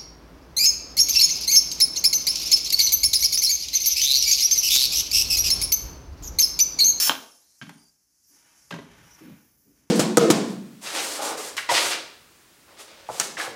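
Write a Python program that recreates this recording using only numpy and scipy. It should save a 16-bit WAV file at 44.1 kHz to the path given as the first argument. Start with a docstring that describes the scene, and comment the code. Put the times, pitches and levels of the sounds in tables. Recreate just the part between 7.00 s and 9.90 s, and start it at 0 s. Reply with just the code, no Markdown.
"""Pressure cooker in a small kitchen.

Steam jets from the vent under the tipped-up weight, which drops back with a clack and shakes the lid.
A faint leak hisses and whistles round the seat. Kitchenware is knocked twice nearby.
Short dull rumbles come in the second half; hard walls add a brief echo."""
import sys
import numpy as np
from scipy import signal
from scipy.fft import rfft, irfft
from scipy.io import wavfile

SR = 44100
rng = np.random.default_rng(int(sys.argv[2]) if len(sys.argv) > 2 else 0)


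def materialize(psi):
    """Save the field psi as 16-bit PCM at rate SR to the path in sys.argv[1].

    A 1-D psi becomes a single channel; in a 2-D psi each row is a channel.
    """
    bounded = np.clip(np.atleast_2d(psi).T, -1, 1)
    quanta = np.round(bounded * 32767).astype(np.int16)
    wavfile.write(sys.argv[1], SR, quanta)


N = 127890
T = np.arange(N) / SR
CUTOFF_HZ = 15400

# Noise spectra. Each row: frequency in Hz, relative density in dB.
JET_SPECTRUM = [(100, -22.5), (300, -24.5), (700, -23), (1300, -13.5), (2100, -15), (3100, -9), (3800, -10),
                (4600, -5.5), (5300, 1.5), (5750, -2), (6150, -1.5), (6900, -5), (7350, -2.5), (7800, -14),
                (8400, -14.5), (9300, -6), (10150, -2), (11000, -9), (12600, -8.5), (13500, -2),
                (14200, -5), (15200, -5)]
LEAK_HISS_SPECTRUM = [(3000, -34), (3700, -28.5), (4300, -12), (4900, -3), (5800, 1), (6700, -1),
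                      (8100, -10.5), (9800, -5.5), (11200, -6.5), (12800, -15), (15200, -14.5)]
LEAK_TOP_SPECTRUM = [(7000, -21), (9500, -10), (11000, -1.5), (12200, -2.5), (13200, -4), (14500, 2.5),
                     (15300, 0.5)]
LEAK_RUSH_SPECTRUM = [(100, -4.5), (300, -1.5), (600, -4.5), (950, 0.5), (1300, 0.5), (1900, 1),
                      (3000, -3.5), (4500, -12), (8000, -24)]
FLOOR_SPECTRUM = [(42, -2.5), (52, 2.5), (80, -1.5), (150, -7), (290, -4), (500, -17.5), (1500, -15.5),
                  (3500, -20.5), (15000, -21)]
BASS_SPECTRUM = [(40, -4.5), (52, 2.5), (80, -5), (130, 1), (300, -7), (600, -16), (2000, -52)]
LID_SPECTRUM = [(160, -9), (240, -0.5), (330, -3), (520, -10.5), (850, -0.5), (1500, -2.5), (2000, -7.5),
                (2600, -10.5), (3150, -4.5), (4300, -11), (7000, -13.5), (9000, -26.5), (15000, -28)]
CLATTER_SPECTRUM = [(120, -22), (250, -5), (450, -3.5), (620, -8), (1000, -1.5), (2000, -2), (3200, -5),
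                    (4500, -10.5), (7000, -14), (15000, -60)]
TICK_SPECTRUM = [(500, -12.5), (900, 11), (1500, 2), (3500, -6), (7000, -14), (15000, -20)]

# Envelopes of leak and background bass. Each row: time in seconds, level in dB.
LEAK_HISS_ENVELOPE = [(0, -42.5), (.32, -58), (.42, -62), (.6, -61.5), (.85, -64.5), (1.05, -71.5),
                      (1.2, -67), (1.33, -59), (1.47, -62.5), (1.6, -60), (1.72, -60), (1.87, -66),
                      (2.03, -63), (2.14, -61), (2.3, -65.5), (2.58, -72), (2.8, -68), (2.9, -71.5)]
LEAK_TOP_ENVELOPE = [(0, -81.5), (1.2, -82.5), (1.36, -72.5), (1.45, -95), (1.9, -89), (2.05, -71),
                     (2.28, -64.5), (2.42, -67.5), (2.68, -68.5), (2.9, -80)]
LEAK_RUSH_ENVELOPE = [(0, -80), (.55, -78.5), (.8, -77.5), (1.03, -101), (1.24, -86), (1.35, -69),
                      (1.5, -63), (1.68, -70.5), (1.95, -56), (2.15, -60), (2.32, -56), (2.44, -70),
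                      (2.6, -81), (2.82, -72), (2.9, -75)]
BASS_ENVELOPE = [(0, -59), (.3, -84.5), (1.2, -88), (1.7, -72), (1.9, -57.5), (2.4, -71), (2.9, -71.5)]

# Modes of struck parts and of the room. Each row: frequency in Hz, relative level in dB, T60 in seconds.
WEIGHT_RESONANCES = [(296.4, -31, 0.021), (892, -8, 0.014), (1190, -6.5, 0.0078), (1591, -9.5, 0.01),
                     (2580, -9.5, .005), (3140, -6.5, 0.017), (3870, -12, .004), (6500, -12, 0.0023),
                     (9500, -17, 0.00069)]
METAL_RESONANCES = [(1592, 2, 0.13), (2245, -11.5, 0.22), (3077, -6, 0.082), (3330, -25, 0.081),
                    (3762, -14.5, 0.098)]
ROOM_MODES = [(119.3, -13, 0.14), (164.5, -3.5, 0.24), (200, -7, .11), (232.3, -5.5, 0.12),
              (270.3, -5.5, 0.11), (293, -8, 0.14), (365, -22, 0.051)]
HOLLOW_RESONANCES = [(400, 0, 0.102), (571, -2, 0.053), (670, -2.5, 0.072), (950, -6, 0.053),
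                     (1062, -5, .12), (1971, -2, 0.032)]

# Pipe tones of the vent. Each row: frequency in Hz, width in Hz, level in dB at unit flow.
VENT_TONES = [(5395, 23, -24), (6080, 110, -35)]
# Weight striking its seat. Each row: time in seconds, strength in dB.
WEIGHT_HITS = [(0.0763, -15.5), (.0950, 0), (0.1072, -20), (0.1114, -13.5), (0.1171, -13), (0.1208, -18.5),
               (.1525, -22.5)]
# Leak whistles. Each row: start and length in seconds, start and end pitch in Hz, level in dB,
# waver as a fraction of pitch, width in Hz.
LEAK_WHISTLES = [(.24, .15, 10100, 9860, -64, .005, 1100), (0.411, .17, 4000, 4350, -73, .01, 500),
                 (0.313, 0.092, 5380, 5280, -63.5, 0.0018, 80),
                 (0.393, 0.069, 11000, 12270, -70, 0.0061, 70), (0.457, 0.14, 8900, 8200, -74, .03, 110),
                 (0.71, 0.1, 9000, 8900, -68, 0.0056, 70), (0.77, 0.11, 9520, 9800, -69, 0.016, 70),
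                 (0.775, .135, 4820, 4800, -66.5, .012, 225), (1.238, .12, 5750, 5750, -68.5, .02, 399.3),
                 (1.263, .06, 12080, 12200, -68, 0.0022, 40), (2.046, 0.054, 5600, 5730, -65.5, 0.019, 293),
                 (2.104, 0.06, 5800, 5780, -57, 0.00836, 650),
                 (2.12, 0.086, 12050, 12100, -68, 0.0043, 120), (2.145, 0.14, 5550, 5420, -67, .006, 97)]
# Blows on kitchenware. Each row: time in seconds, then clatter, metal, thud, tick and body gains in dB.
KNOCK_HITS = [(.6142, -43.5, -36, -38.5, -51.5, -71), (0.6229, -43, -66, -34.5, -54, -71),
              (.667, -52, -68, -37, -56, -71), (.694, -48.5, -59, -61, -33, -54.5),
              (.712, -70, -77, -46, -71, -82), (1.7071, -37, -52.5, -42, -44, -44),
              (1.7103, -42.5, -53, -58, -31.5, -42), (1.724, -44.5, -33.5, -31.5, -62, -43.5),
              (1.7402, -41.5, -67, -36.5, -36, -39.5), (1.761, -50, -74, -38, -66, -45.5),
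              (1.787, -45.5, -70, -38.5, -66, -40)]
# Low rumbles. Each row: start and length in seconds, gain in dB, start and end centre in Hz,
# ramp in seconds.
RUMBLE_BURSTS = [(1.283, .1, -71, 276.6, 282.7, 0.026), (1.957, 0.086, -60, 150, 110, 0.043),
                 (2.204, .125, -46, 310, 181.8, .01), (2.634, 0.066, -60, 278.3, 267.6, 0.048),
                 (2.73, 0.14, -70.5, 139.2, 299, 0.016)]
# Reflections off lid, worktop and wall. Each row: delay in seconds, gain in dB.
NEAR_REFLECTIONS = [(.0013, -17.5), (.0034, -15.5), (.0061, -14.5), (.0095, -14.5)]
# Kitchen echo decay. Each row: frequency in Hz, T60 in seconds.
KITCHEN_DECAY = [(150, 0.4256), (500, 0.5777), (1500, 0.398), (4000, 0.4672), (8000, 0.26), (15000, 0.38)]


def from_db(db):
    """Decibels to gain."""
    return 10 ** (np.asarray(db) / 20)


def rms_one(x):
    """Scale to unit rms."""
    return x / np.sqrt(np.mean(x ** 2) + 1e-20)


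def at_hz(points, hz):
    """Read a table on a log-frequency axis."""
    points_hz, values = np.transpose(points)
    return np.interp(np.log(hz + 0.0011), np.log(points_hz), values)


def level(envelope):
    """Gain over time from an envelope table."""
    return from_db(np.interp(T, *np.transpose(envelope)))


def drift(bandwidth_hz):
    """Random wander, unit rms."""
    hz = np.fft.rfftfreq(N, 1 / SR)
    return rms_one(irfft(rfft(rng.standard_normal(N)) / (1 + (hz / bandwidth_hz) ** 2), N))


def noise(spectrum):
    """Coloured noise, unit rms, rolled off below its lowest point."""
    hz = np.fft.rfftfreq(N, 1 / SR)
    rolloff = np.minimum(hz / spectrum[0][0], 1) ** 2
    gain = from_db(at_hz(spectrum, hz)) * rolloff * (hz < CUTOFF_HZ)
    return rms_one(irfft(rfft(rng.standard_normal(N)) * gain, N))


def narrow_noise(hz, width_hz):
    """Noise band round a fixed or moving centre, unit rms."""
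    phase = 2 * np.pi * np.cumsum(np.broadcast_to(hz, N)) / SR
    return rms_one(drift(width_hz / 2) * np.cos(phase) + drift(width_hz / 2) * np.sin(phase))


def gate(start_s, length_s, ramp_s):
    """Linear rise, hold, fall; the fall begins after length_s."""
    rise = np.clip((T - start_s) / ramp_s, 0, 1)
    fall = np.clip((start_s + length_s + ramp_s - T) / ramp_s, 0, 1)
    return rise * fall


def clicks(times_s, db):
    """One impulse per blow."""
    out = np.zeros(N)
    np.add.at(out, (np.asarray(times_s) * SR).astype(int), from_db(db))
    return out


def ring(x, hz, t60_s):
    """Resonator: a unit click starts a decaying unit sine."""
    radius = from_db(-60 / (t60_s * SR))
    step_rad = 2 * np.pi * hz / SR
    return signal.lfilter([0, np.sin(step_rad)], [1, -2 * radius * np.cos(step_rad), radius ** 2],
                          x + 1e-18)


def decay(x, t60_s):
    """Exponential envelope after each click."""
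    return signal.lfilter([1], [1, -from_db(-60 / (t60_s * SR))], x + 1e-18)


def jet(close_s=0.084, sag_db_per_s=25, shutoff_db_per_s=897, flutter_db=0.78, hiss_db=-20.5):
    """Steam rushes through the vent until the weight cuts it off. Returns hiss and pipe tones."""
    sag_db = sag_db_per_s * (close_s / 2 - T)
    shutoff_db = shutoff_db_per_s * np.maximum(T - close_s, 0)
    flow = from_db(flutter_db * drift(120) + sag_db - shutoff_db)
    tones = sum(from_db(db) * rms_one(np.tanh(narrow_noise(hz, width_hz)))
                for hz, width_hz, db in VENT_TONES)
    return flow * from_db(hiss_db) * noise(JET_SPECTRUM), flow * tones


def leak(flutter_db=1.0):
    """Steam seeps round the weight: hiss, thin top and lower rush, slightly unsteady."""
    hiss = level(LEAK_HISS_ENVELOPE) * noise(LEAK_HISS_SPECTRUM)
    top = level(LEAK_TOP_ENVELOPE) * noise(LEAK_TOP_SPECTRUM)
    rush = level(LEAK_RUSH_ENVELOPE) * noise(LEAK_RUSH_SPECTRUM)
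    return (hiss + top + rush) * from_db(flutter_db * drift(40))


def background(floor_db=-78):
    """Steady room noise and a deep rumble that fades and swells."""
    return from_db(floor_db) * noise(FLOOR_SPECTRUM) + level(BASS_ENVELOPE) * noise(BASS_SPECTRUM)


def weight(low_cut_hz=170):
    """The weight lands on the vent and rattles, with no bass below its lowest ring."""
    hits = clicks(*np.transpose(WEIGHT_HITS))
    rings = sum((-1) ** k * from_db(db) * ring(hits, hz, t60_s)
                for k, (hz, db, t60_s) in enumerate(WEIGHT_RESONANCES))
    return signal.sosfilt(signal.butter(2, low_cut_hz, "high", fs=SR, output="sos"), rings)


def lid(gain_db=-23, t60_s=0.16):
    """The thin lid rings densely after each clack; the hits add in energy."""
    energy = decay(clicks(*np.transpose(WEIGHT_HITS)) ** 2, t60_s / 2)
    return from_db(gain_db) * noise(LID_SPECTRUM) * np.sqrt(energy)


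def whistles():
    """The narrow gap sings in short wavering tones, some thin, some hissy."""
    out = 0
    for start_s, length_s, start_hz, end_hz, db, waver, width_hz in LEAK_WHISTLES:
        glide_hz = np.interp(T, [start_s, start_s + length_s], [start_hz, end_hz])
        pitch_hz = glide_hz * (1 + waver * drift(29.2))
        envelope = from_db(db) * gate(start_s, length_s - 0.01, ramp_s=0.0059)
        out += envelope * narrow_noise(pitch_hz, width_hz)
    return out


def knocks():
    """Struck kitchenware: clatter, tick, metal ring, low room boom and hollow body note."""
    times_s, clatter_db, metal_db, thud_db, tick_db, body_db = np.transpose(KNOCK_HITS)
    out = noise(CLATTER_SPECTRUM) * decay(clicks(times_s, clatter_db), t60_s=0.075)
    out += noise(TICK_SPECTRUM) * decay(clicks(times_s, tick_db), t60_s=0.02)
    parts = [(METAL_RESONANCES, metal_db), (ROOM_MODES, thud_db), (HOLLOW_RESONANCES, body_db)]
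    for modes, blow_db in parts:
        for k, (hz, mode_db, t60_s) in enumerate(modes):
            scatter_db = rng.normal(0, 1, len(times_s))
            hits = clicks(times_s, blow_db + mode_db + scatter_db)
            out += (-1) ** k * ring(hits, hz, t60_s)
    return out


def rumbles(width_hz=196, band_hz=(90, 500)):
    """Short dull rumbles, the loudest sinking in pitch."""
    out = 0
    for start_s, length_s, db, start_hz, end_hz, ramp_s in RUMBLE_BURSTS:
        centre_hz = np.interp(T, [start_s, start_s + length_s], [start_hz, end_hz])
        shudder = rms_one(np.tanh(narrow_noise(centre_hz, width_hz)))
        out += from_db(db) * gate(start_s, length_s, ramp_s) * shudder
    return signal.sosfilt(signal.butter(2, band_hz, "band", fs=SR, output="sos"), out)


def near_reflections(x):
    """Near surfaces comb the hiss; power is preserved."""
    copies = sum(from_db(db) * np.pad(x, (int(delay_s * SR), 0))[:N] for delay_s, db in NEAR_REFLECTIONS)
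    power_gain = 1 + sum(from_db(db) ** 2 for _, db in NEAR_REFLECTIONS)
    return (x + copies) / np.sqrt(power_gain)


def kitchen_echo(x, predelay_s=0.0052):
    """Diffuse echo of hard walls in octave bands; treble dies first."""
    hz, time_s = np.fft.rfftfreq(SR, 1 / SR), np.arange(SR) / SR
    white = rfft(rng.standard_normal(SR))
    centres_hz = np.geomspace(125, 16000, 8)
    tail = 0
    for centre_hz, share in zip(centres_hz, np.eye(len(centres_hz))):
        band = irfft(white * at_hz(np.c_[centres_hz, share], hz), SR)
        tail += band * from_db(-60 * time_s / at_hz(KITCHEN_DECAY, centre_hz))
    tail *= time_s > predelay_s
    return signal.fftconvolve(x, tail / np.linalg.norm(tail))[:N]


def scene():
    """Mono mix with kitchen echo; whistles and background stay dry."""
    jet_hiss, pipe_tones = jet()
    # Each pair: signal, echo send in dB.
    sources = [(near_reflections(jet_hiss), -11.5), (pipe_tones, -21), (near_reflections(leak()), -14.5),
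               (weight(), -18), (lid(), -8), (knocks(), -7), (rumbles(), -7.5)]
    direct = sum(x for x, _ in sources)
    echo = kitchen_echo(sum(from_db(send_db) * x for x, send_db in sources))
    return (direct + echo + whistles() + background())[None]


def record(dry, low_cut_hz=42):
    """Microphone bass roll-off and a steep top cut."""
    thinned = signal.sosfilt(signal.butter(3, low_cut_hz, "high", fs=SR, output="sos"), dry)
    return signal.sosfilt(signal.ellip(12, 0.2, 80, CUTOFF_HZ, fs=SR, output="sos"), thinned)


dry = scene()
out = record(dry)
materialize(out)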